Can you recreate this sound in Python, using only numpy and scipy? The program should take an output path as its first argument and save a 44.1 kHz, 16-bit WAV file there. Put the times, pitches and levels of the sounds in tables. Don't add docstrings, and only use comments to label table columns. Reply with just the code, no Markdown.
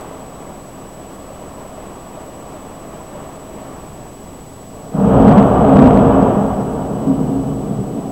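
import sys
import numpy as np
from scipy import signal
from scipy.fft import rfft, irfft, next_fast_len
from scipy.io import wavfile
from scipy.ndimage import uniform_filter1d, map_coordinates

SR = 44100
rng = np.random.default_rng(int(sys.argv[2]) if len(sys.argv) > 2 else 0)


def makeup_ratio(level_db):
    decades = np.asarray(level_db, float) / 20
    return 10 ** decades


def dump(signal):
    limited = np.clip(np.atleast_2d(signal).T, -1, 1)
    pcm = np.round(limited * 32767).astype(np.int16)
    wavfile.write(sys.argv[1], SR, pcm)


N = 357651

# (frequency [Hz], level [dB per Hz])
HISS_COLOUR = [(300, 0), (2000, 1.5), (4000, -1), (6000, -0.5), (7000, -1.5), (10000, -2.5), (13000, -4.5),
               (15800, -4.5)]
# (multiple [1], rms level [dB])
SENSOR_LEAK = [(1, -71), (2, -73.3), (5, -70.7), (6, -87.6), (7, -79.6), (8, -68)]
LINE_HZ = 7867.137

# (time [s], level [dB])
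RAIN_LEVEL = [(0, -31.5), (.2, -35), (.6, -36.5), (1.06, -35.5), (1.5, -36), (1.78, -34.5), (2.0, -35.5),
              (2.18, -34), (2.4, -35), (3.05, -35.5), (3.16, -34.5), (3.3, -35.5), (3.9, -36.5),
              (4.55, -40.5), (4.9, -42)]
# (time [s], peak level [dB], ring frequency [Hz])
HEAVY_DROPS = [(0.04, -33, 592), (0.218, -23.5, 950), (0.47, -26, 590), (1.303, -22, 560),
               (1.414, -22, 610), (1.645, -29, 596), (2.075, -36, 670), (2.174, -20, 616),
               (2.286, -25, 540), (2.471, -29, 570), (2.542, -21, 615), (2.848, -28, 640),
               (3.004, -24, 1000), (3.153, -23, 584), (3.614, -22, 617), (3.711, -25.5, 614)]
# (time [s], peak level [dB])
SPRAY_SPITS = [
    (0.0094, -34),
    (0.0394, -41),
    (1.6794, -42),
    (2.3521, -45),
]
# (frequency [Hz], level [dB per Hz])
ROOF_COLOUR = [(12, -42), (20, -4), (49, -3.5), (86, -6.5), (199, -5), (274, -6.5), (300, -8), (330, -10),
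               (430, -12), (730, -120)]
PATTER_COLOUR = [(180, -40), (300, -7.5), (328, -5), (387, -5.5), (420, -7.5), (538, -7.5), (616, -5),
                 (896, -11), (1050, -11.5), (1140, -11), (1450, -21), (1800, -30), (2340, -42.5),
                 (3960, -120)]
SPRAY_COLOUR = [(940, -37), (1600, 3.5), (2530, -1), (3280, -4), (3770, -9.5), (4500, -24), (5850, -44),
                (9900, -120)]
MEAN_RAIN_DB = -36
ROOF_DB, SPRAY_DB = -37, -53.5
ROOF_GROWS, SPRAY_GROWS = 0.1, 1.1

# (frequency [Hz], width [Hz], gain over the plain path [dB])
LOW_MODES = [(51.3, 13, 2.5), (85.4, 9.6, 0), (124, 10.3, 13.5), (156.5, 17, 13.5), (197.1, 10.6, 16),
             (217, 10, 11), (269.2, 10.6, 20)]
MID_MODES = [(437, 35, 2.7), (467, 13.6, 9.7), (532, 15, 0.86), (624, 260, 1.95), (755, 106, 2.5),
             (960, 28, 9.2), (1152, 90, 2.2), (1366, 16, 4)]
TOP_MODES = [(2583, 20, 2), (2782, 20, 6), (2987, 22, 10), (3345, 60, 3)]
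# (frequency [Hz], 60 dB decay time [s])
ROOM_DECAY = [(100, 0.61), (300, 0.55), (1000, 0.74), (4000, 0.54)]

# (time [s], peak level [dB], front length [ms])
SHOCK_FRONTS = [(4.946, -23, 0.46), (4.999, -5, 0.24), (5.139, -7, 0.96), (5.283, -2, 0.54),
                (5.309, -4.5, 0.49), (5.369, -1, 0.44), (5.422, -4.5, 0.6), (5.46, -9, 0.53),
                (5.734, -1.5, 0.88), (5.756, 1, 0.49), (5.809, 1.5, 0.58), (5.859, 1, 0.63),
                (6.031, -2.5, 0.72), (6.843, -22, 0.58), (6.996, -31, 0.79), (7.072, -5, 0.46),
                (7.192, -4.5, 0.4), (7.694, -12, 0.48), (7.789, -12, 0.5), (7.962, -19, 0.59)]

# (time [s], level [dB])
THUNDER_LEVEL = [
    (4.925, -34),
    (4.955, -23.5),
    (5.12, -13.5),
    (5.33, -10.5),
    (5.5, -13.5),
    (5.85, -10.5),
    (6.3, -14.5),
    (6.65, -23),
    (8.11, -29.5),
]
MURMUR_DB_PER_S = 33
ROLL_DB, BOOM_DB, HUM_DB = -8, -5, -6.5
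FAR_BASS_DB = 4.5
# (frequency [Hz], level [dB per Hz])
ROLL_COLOUR = [(12, -43), (20, -16), (43, -6), (86, -4), (135, -3.5), (180, -20), (300, -120)]
FAR_ROLL_COLOUR = [(12, -47), (20, -17), (32, -15), (48, -10), (59, -25), (91, -14), (113, -6), (135, 5.5),
                   (180, -21), (300, -120)]
# (frequency [Hz], level [dB per Hz])
BOOM_COLOUR = [(100, -29), (135, -7.5), (180, 6.5), (225, 3.5), (260, -19), (400, -75)]
HUM_COLOUR = [(170, -55), (230, -0.5), (250, 6.5), (300, -9), (350, -44), (500, -82.5)]
# (frequency [Hz], level [dB per Hz])
CRACKLE_COLOUR = [(180, -44), (310, -6.5), (450, -2.5), (519, -7), (628, -3), (890, -10.5), (967, -13),
                  (1040, -14.5), (1170, -13.5), (1900, -33.5), (2470, -68), (4180, -120)]
FAR_CRACKLE_COLOUR = [(180, -39), (310, 0), (383, -1), (430, -2), (519, -6.5), (725, -5.5), (857, -13),
                      (1170, -17.5), (1900, -35.5), (2470, -69), (4180, -120)]
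# (frequency [Hz], level [dB per Hz])
RATTLE_COLOUR = [(1000, -21.5), (1700, -5), (1820, -25), (2050, -2.5), (2200, -4.5), (3140, -5.5),
                 (4200, -22), (5460, -57.5), (9240, -120)]
BUZZ_COLOUR = [(2800, -60), (2960, -6), (2987, 0), (3015, -6), (3200, -60)]
# (frequency [Hz], level [dB per Hz])
WALL_COLOUR = [(40, -60), (54, -2), (63, -3), (72, -5), (90, -65)]
# (crest time [s], level [dB], rise [dB per s], fall [dB per s])
WALL_SWELL = (7.5, -32.5, 19, 59)
# (crest time [s], level [dB], pitch [Hz], length [s])
CHANNEL_BOOMS = [(3.923, -32, 136, .15), (4.302, -32, 140, 0.13), (4.952, -17.5, 200, 0.048),
                 (5.052, -11, 205, 0.16), (5.168, -13, 110, .05), (5.195, -8.5, 270, 0.038),
                 (5.254, -17.5, 115, 0.035), (5.281, -6.5, 208, 0.062), (5.384, -5, 198, 0.046),
                 (5.606, -15, 195, .04), (5.68, -16, 267, .05), (5.757, -8, 143, .05),
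                 (5.81, -4, 270, 0.097), (5.88, -13.5, 105, 0.071), (5.968, -8.5, 214, 0.037),
                 (6.072, -19, 105, .05), (6.196, -14.5, 270, 0.064), (6.224, -7, 176, 0.03),
                 (6.4, -14.5, 202, 0.077), (6.545, -23, 110, 0.033), (6.578, -18, 201, 0.031),
                 (7.088, -19, 205, 0.035), (7.108, -13.5, 270, 0.068), (7.21, -22, 190, .04),
                 (7.34, -18.5, 267, 0.15), (7.297, -22.5, 120, .07), (7.49, -18, 125, .07),
                 (7.71, -20, 202, 0.044), (7.797, -21, 115, 0.036), (7.965, -20.5, 265, 0.035)]
RISE_DB, FALL_DB = 12, 7.5
REACH_DB = 69
LEADING_FRONTS = [
    0,
    4.938,
    7.068,
]
FRONT_S = 0.0073


def unit(x):
    return x / np.sqrt(np.mean(x ** 2) + 1e-20)


def along(points, hz):
    f, v = np.transpose(points)
    return np.interp(np.log(hz + 1), np.log(f + 1), v)


def envelope(points):
    s, db = np.transpose(points)
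    return makeup_ratio(np.interp(np.arange(N) / SR, s, db))


def wobble(rate):
    knots = rng.standard_normal(int(N * 60 / SR) + 4)
    return map_coordinates(knots, [np.arange(N) * min(rate, 60) / SR])


def filtered(x, response):
    m = next_fast_len(N + SR)
    return irfft(rfft(x, m) * response(np.fft.rfftfreq(m, 1 / SR)), m)[:N]


def ringing(f, modes, depth):
    resonances = sum(makeup_ratio(db) * 1j * f * w / (c * c - f * f + 1j * f * w) for c, w, db in modes)
    return 1 + depth * resonances


def swarm(rate, spread_db, wash):
    chance, size, sign = rng.random(N), rng.exponential(size=N), rng.standard_normal(N)
    strength = makeup_ratio(np.clip(spread_db, 0, 3) * np.minimum(size, 3))
    fronts = (chance < rate / SR) * np.sign(sign) * strength
    return unit(unit(fronts) + wash * rng.standard_normal(N))


def layer(drive, gain, colour, modes, depth, even=0.56):
    x = filtered(drive, lambda f: makeup_ratio(along(colour, f)) * ringing(f, modes, depth))
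    swell = uniform_filter1d(uniform_filter1d(x ** 2, size=1600), size=1600)
    return gain * unit(x / (np.abs(swell) + 1e-30) ** (even / 2))


def room(x):
    hz, t, z = signal.stft(rng.standard_normal(SR // 2), SR, nperseg=256)
    decay = makeup_ratio(-60 * t / along(ROOM_DECAY, hz)[:, None])
    tail = signal.istft(z * decay, SR, nperseg=256)[1]
    return signal.fftconvolve(x, tail / np.linalg.norm(tail))[:N]


def electronics():
    t = np.arange(N) / SR
    turn = (t * LINE_HZ / 525 + 0.057) % 1
    phasor = np.where(turn < 0.5, 0.0062 * np.exp(1.35j), 0.0039 * np.exp(-0.45j))
    phasor = phasor * makeup_ratio(0.44 + 3 * (turn - 0.17) * (turn < 0.5))
    blank = 1 - 1.3 * np.exp(-((turn - 0.5) / 0.0091) ** 2)
    whine = np.real(phasor * blank * np.exp(2j * np.pi * LINE_HZ * t))
    leak = sum(np.sqrt(2) * makeup_ratio(db) * np.sin(2 * np.pi * k * LINE_HZ / 4 * t) for k, db in SENSOR_LEAK)
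    hiss = layer(rng.standard_normal(N), makeup_ratio(-49), HISS_COLOUR, TOP_MODES, depth=0.6, even=0)
    return whine + leak * (1 + 0.4 * np.sin(4 * np.pi * turn + 1.2)) + hiss


def drops():
    knocks, t = np.zeros(N + 2000), np.arange(2000) / SR
    for s, db, hz in HEAVY_DROPS:
        decay = makeup_ratio(db - 4.5 - 60 * t / 0.066)
        onset = 1 - np.exp(-t / 0.00097)
        knocks[round(s * SR):][:len(t)] += decay * onset * np.sin(2 * np.pi * hz * t)
    for s, db in SPRAY_SPITS:
        decay = makeup_ratio(db - 60 * t / 0.022)
        knocks[round(s * SR):][:len(t)] += decay * np.diff(rng.standard_normal(len(t) + 1))
    return knocks[:N]


def rain():
    patter = envelope(RAIN_LEVEL)
    driven = patter / makeup_ratio(MEAN_RAIN_DB)
    roof = makeup_ratio(ROOF_DB) * driven ** ROOF_GROWS
    spray = makeup_ratio(SPRAY_DB) * driven ** SPRAY_GROWS
    gust = makeup_ratio(0.99 * wobble(13))
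    drum = layer(swarm(200, 4, wash=1.95), roof * gust, ROOF_COLOUR, LOW_MODES, depth=0.16)
    glass = layer(swarm(600, 2.6, wash=1.3), patter * gust, PATTER_COLOUR, MID_MODES, depth=0.21)
    mist = layer(swarm(1500, 2.9, wash=2.3), spray * gust, SPRAY_COLOUR, TOP_MODES, depth=0.15)
    return drum + glass + mist + drops()


def window(f):
    return f / (f - 120j) / (1 + 1j * f / 1100) ** 2


def shocks():
    blows, t = np.zeros(N + 900), np.arange(900) / SR
    for s, db, ms in SHOCK_FRONTS:
        u = t / (ms / 1000)
        blows[round(s * SR):][:len(t)] -= makeup_ratio(db - 3) * (1 - u / 3) * u * u * np.exp(1 - u)
    rung = filtered(blows[:N], lambda f: ringing(f, LOW_MODES + MID_MODES, 0.44) * window(f))
    return rung + makeup_ratio(4.0) * room(rung)


def crest(s, rise_db, fall_db):
    late = np.arange(N // 50 + 1) * 50 / SR - s
    return makeup_ratio(np.maximum(np.where(late < 0, rise_db * late, -fall_db * late), -120))


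def booming(base, hz):
    t = np.arange(N // 50 + 1) * 50 / SR
    power = 0
    for s, db, pitch, length in CHANNEL_BOOMS:
        nearness = makeup_ratio(db - REACH_DB * np.log2(pitch / hz) ** 2)
        boom = nearness * crest(s, RISE_DB / length, FALL_DB / length)
        leader = max(f for f in LEADING_FRONTS if f < s)
        arrival = np.clip((t - leader) / FRONT_S, 0, 1)
        power = power + boom ** 2 * arrival ** 2
    return np.sqrt(base ** 2 + np.repeat(power, 50)[:N])


def thunder():
    t = np.arange(N) / SR
    crackle = envelope(THUNDER_LEVEL) * makeup_ratio(MURMUR_DB_PER_S * np.minimum(t - THUNDER_LEVEL[0][0], 0))
    clumps = makeup_ratio(0.3 * wobble(25))
    rattle = makeup_ratio(-29) * crackle ** 1.09
    far = np.clip((t - 6.3) / 0.81, 0, 1)
    near = np.sqrt(1 - far ** 2)

    low = crackle * makeup_ratio(FAR_BASS_DB * far)
    roll = booming(low * makeup_ratio(ROLL_DB), hz=110)
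    boom = booming(low * makeup_ratio(BOOM_DB), hz=195)
    hum = booming(low * makeup_ratio(HUM_DB), hz=270)
    deep = layer(swarm(80, 3.7, wash=0.99), roll * near, ROLL_COLOUR, LOW_MODES, depth=0.37)
    deep += layer(swarm(74, 2.6, wash=1.7), roll * far, FAR_ROLL_COLOUR, LOW_MODES, depth=1.0)
    body = layer(swarm(150, 3.16, wash=1.15), boom * clumps, BOOM_COLOUR, LOW_MODES, depth=3.1)
    pane = layer(swarm(140, 4.1, wash=2.64), hum * clumps, HUM_COLOUR, LOW_MODES, depth=1.0)

    kinks = layer(swarm(500, 4.4, wash=1.95), crackle * clumps * near, CRACKLE_COLOUR, MID_MODES, depth=0.3)
    kinks += layer(swarm(500, 2.0, wash=2.06), crackle * clumps * far, FAR_CRACKLE_COLOUR, MID_MODES, depth=0.3)
    frame = layer(swarm(900, 1.1, wash=8.1), rattle * clumps, RATTLE_COLOUR, TOP_MODES, depth=0.46)

    s, db, rise_db, fall_db = WALL_SWELL
    swell = makeup_ratio(db) * np.repeat(crest(s, rise_db, fall_db), 50)[:N]
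    swell = swell * far + makeup_ratio(-20) * crackle
    buzz = layer(rng.standard_normal(N), makeup_ratio(-64.5) * far, BUZZ_COLOUR, [], depth=0)
    drone = layer(rng.standard_normal(N), swell, WALL_COLOUR, [], depth=0)
    return drone + buzz + deep + body + pane + kinks + frame


def scene():
    return (rain() + shocks() + thunder())[None]


def roll_off(x):
    return signal.sosfilt(signal.butter(12, 17110, fs=SR, output="sos"), x)


def record(dry):
    full = np.clip(dry[0], -1.003, 1.003)
    smooth = filtered(full, lambda hz: 1 / np.sqrt(1 + (hz / 8000) ** 4))
    mix = filtered(smooth + electronics() - 0.0038, lambda hz: hz < 16200)
    return roll_off(mix[None])


dry = scene()
out = record(dry)
dump(out)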